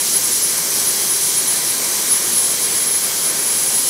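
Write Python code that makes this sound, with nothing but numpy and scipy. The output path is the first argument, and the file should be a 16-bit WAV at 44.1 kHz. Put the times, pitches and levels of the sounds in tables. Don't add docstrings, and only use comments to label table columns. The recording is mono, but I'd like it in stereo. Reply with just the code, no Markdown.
import sys
import numpy as np
from scipy import signal
from scipy.fft import rfft, irfft
from scipy.io import wavfile
from scipy.ndimage import uniform_filter1d

SR = 44100
rng = np.random.default_rng(int(sys.argv[2]) if len(sys.argv) > 2 else 0)


def gain_from_db(level_db):
    decades = np.asarray(level_db, float) / 20
    return 10 ** decades


def materialize(psi):
    bounded = np.clip(np.atleast_2d(psi).T, -1, 1)
    quanta = np.round(bounded * 32767).astype(np.int16)
    wavfile.write(sys.argv[1], SR, quanta)


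N = 171549
BIN_HZ = np.arange(N // 2 + 1) * SR / N
TOP_HZ = 15690


def curve(table, col=1):
    rows = np.array(table)
    return np.interp(np.arange(N) / SR, rows[:, 0], rows[:, col])


def unit(x):
    return x / np.sqrt(np.mean(x ** 2))


def walk(rate):
    window = int(SR / rate)
    smooth = uniform_filter1d(rng.standard_normal(N), window)
    return unit(uniform_filter1d(smooth, window))


def noise(gain):
    hz = np.maximum(BIN_HZ, 1)
    return unit(irfft(rfft(rng.standard_normal(N)) * gain(hz), N))


def coloured(points):
    swell_db, swells_per_s = 0.55, 3
    flicker_db, flickers_per_s = 0.5, 13
    hz, db = np.array(points).T
    f = np.maximum(BIN_HZ, 1)
    colour = gain_from_db(np.interp(np.log(f), np.log(hz), db, right=-90))
    spectrum = rfft(rng.standard_normal(N)) * colour
    first = int(2 * np.log2(hz[0]))
    last = int(2 * np.log2(min(hz[-1], TOP_HZ))) + 1
    total = np.zeros(N)
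    for k in range(first, last + 1):
        triangle = np.clip(1 - abs(2 * np.log2(f) - k), 0, 1)
        total += irfft(spectrum * triangle, N) * gain_from_db(swell_db * walk(swells_per_s))
    return unit(total) * gain_from_db(flicker_db * walk(flickers_per_s))


def resonance(hz, width_hz):
    return noise(lambda f: 1 / (1 + (2 * (f - hz) / width_hz) ** 2))


def flame():
    # f/Hz, level/dB
    flame_colour = [(15, -58), (25, -33), (102, -9), (130, -5.5), (181, -1.5), (284, -3), (381, 1.5),
                    (672, -5.5), (850, -5), (1010, -2.5), (1440, -7), (1560, -3.5), (1750, -5.5),
                    (2310, -2.5), (2700, -10.5), (3510, -26), (5940, -120)]
    return gain_from_db(-30.5) * coloured(flame_colour)


def jet():
    # f/Hz, level/dB
    jet_colour = [(2400, -32), (2750, -12.5), (3250, -5), (3520, -9.5), (3950, -4), (4500, -5),
                  (5100, -3.5), (5900, -1.5), (7500, -2.5), (8800, -1), (9300, -4), (10200, -7),
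                  (11300, -6.5), (12200, -2.5), (13100, -9), (14100, -6), (15750, -14.5)]
    # t/s, level/dB
    jet_course = [(0.0, -28), (0.01, -26), (0.53, -26.5), (2.99, -27), (3.02, -27), (3.89, -26)]
    # f/Hz, width/Hz
    humps = [(5950, 780), (8800, 1140), (12400, 1300)]
    # t/s, low hump level/dB, middle hump level/dB, high hump level/dB
    hump_course = [(0, -35, -36, -40), (.6, -29, -29, -32), (1.4, -31, -30.5, -35), (1.8, -32, -29, -35),
                   (2.3, -31.5, -32, -38), (2.8, -38, -35, -42), (3.89, -35, -38, -41)]
    lift_db = 6.5
    hiss = gain_from_db(curve(jet_course) + lift_db) * coloured(jet_colour)
    for k, (hz, width_hz) in enumerate(humps):
        hiss += gain_from_db(curve(hump_course, col=k + 1)) * resonance(hz, width_hz)
    return hiss


def whistle():
    # t/s, level/dB
    whistle_course = [(0.0, -21), (0.07, -29), (0.17, -13.5), (0.2, -37), (0.25, -18.5), (0.3, -26),
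                      (0.33, -15.5), (0.4, -28), (0.44, -14.5), (0.46, -23.5), (0.53, -19.5), (0.55, -37),
                      (0.58, -17), (0.63, -32), (0.8, -20), (0.83, -29), (0.88, -14.5), (0.92, -26),
                      (1.04, -22), (1.07, -33), (1.1, -18), (1.16, -20.5), (1.19, -29), (1.22, -16.5),
                      (1.32, -25.5), (1.39, -15.5), (1.45, -34), (1.49, -18), (1.58, -20), (1.61, -30),
                      (1.7, -22), (1.73, -21), (1.8, -33), (1.84, -24), (2.01, -28), (2.07, -25.5),
                      (2.12, -14), (2.17, -18), (2.2, -25.5), (2.33, -22), (2.38, -14.5), (2.42, -22.5),
                      (2.47, -16), (2.55, -25), (2.57, -38), (2.62, -18), (2.72, -26), (2.75, -21.5),
                      (2.97, -16.5), (3.0, -27), (3.04, -18.5), (3.11, -33), (3.26, -18), (3.3, -19),
                      (3.35, -27), (3.42, -21), (3.75, -20), (3.79, -15.5), (3.82, -23.5), (3.89, -16)]
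    tone_hz, waver_hz, wavers_per_s = 10540, 4, 30
    flutter_db, flutters_per_s = 1.2, 90
    air_hz, air_width_hz, air_db = 10522, 38, -31
    pitch_hz = tone_hz + waver_hz * walk(wavers_per_s)
    phase = 2 * np.pi * np.cumsum(pitch_hz) / SR
    level_db = curve(whistle_course) + flutter_db * walk(flutters_per_s)
    tone = np.sqrt(2) * gain_from_db(level_db) * np.sin(phase)
    air = noise(lambda f: 1 / np.hypot(1, 2 * (f - air_hz) / air_width_hz))
    return tone + gain_from_db(air_db) * air


def room(x, wet_db):
    t60_s, first_echo_s, echo_top_hz = 0.21, 0.00415, 9500
    t = np.arange(SR // 2) / SR
    decay = np.exp(-np.log(1000) * t / t60_s)
    tail = rng.standard_normal(len(t)) * (t > first_echo_s) * decay
    tail = gain_from_db(wet_db) * tail / np.sqrt(np.sum(tail ** 2))
    dull = 1 / np.hypot(1, (BIN_HZ / echo_top_hz) ** 4)
    wet = irfft(rfft(x) * rfft(tail, N) * dull, N)
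    return (x + wet) / np.sqrt(1 + gain_from_db(wet_db) ** 2)


def scene():
    flame_in_room = room(flame(), wet_db=-12.5)
    jet_in_room = room(jet(), wet_db=-8.5)
    mono = flame_in_room + jet_in_room + whistle()
    return np.array([mono, mono])


def top_cut(x):
    return signal.sosfilt(signal.butter(12, 16180, fs=SR, output="sos"), x)


def record(dry):
    low_pass = signal.ellip(8, .2, 70, TOP_HZ, fs=SR, output="sos")
    mix = signal.sosfilt(low_pass, dry)
    return top_cut(mix)


dry = scene()
out = record(dry)
materialize(out)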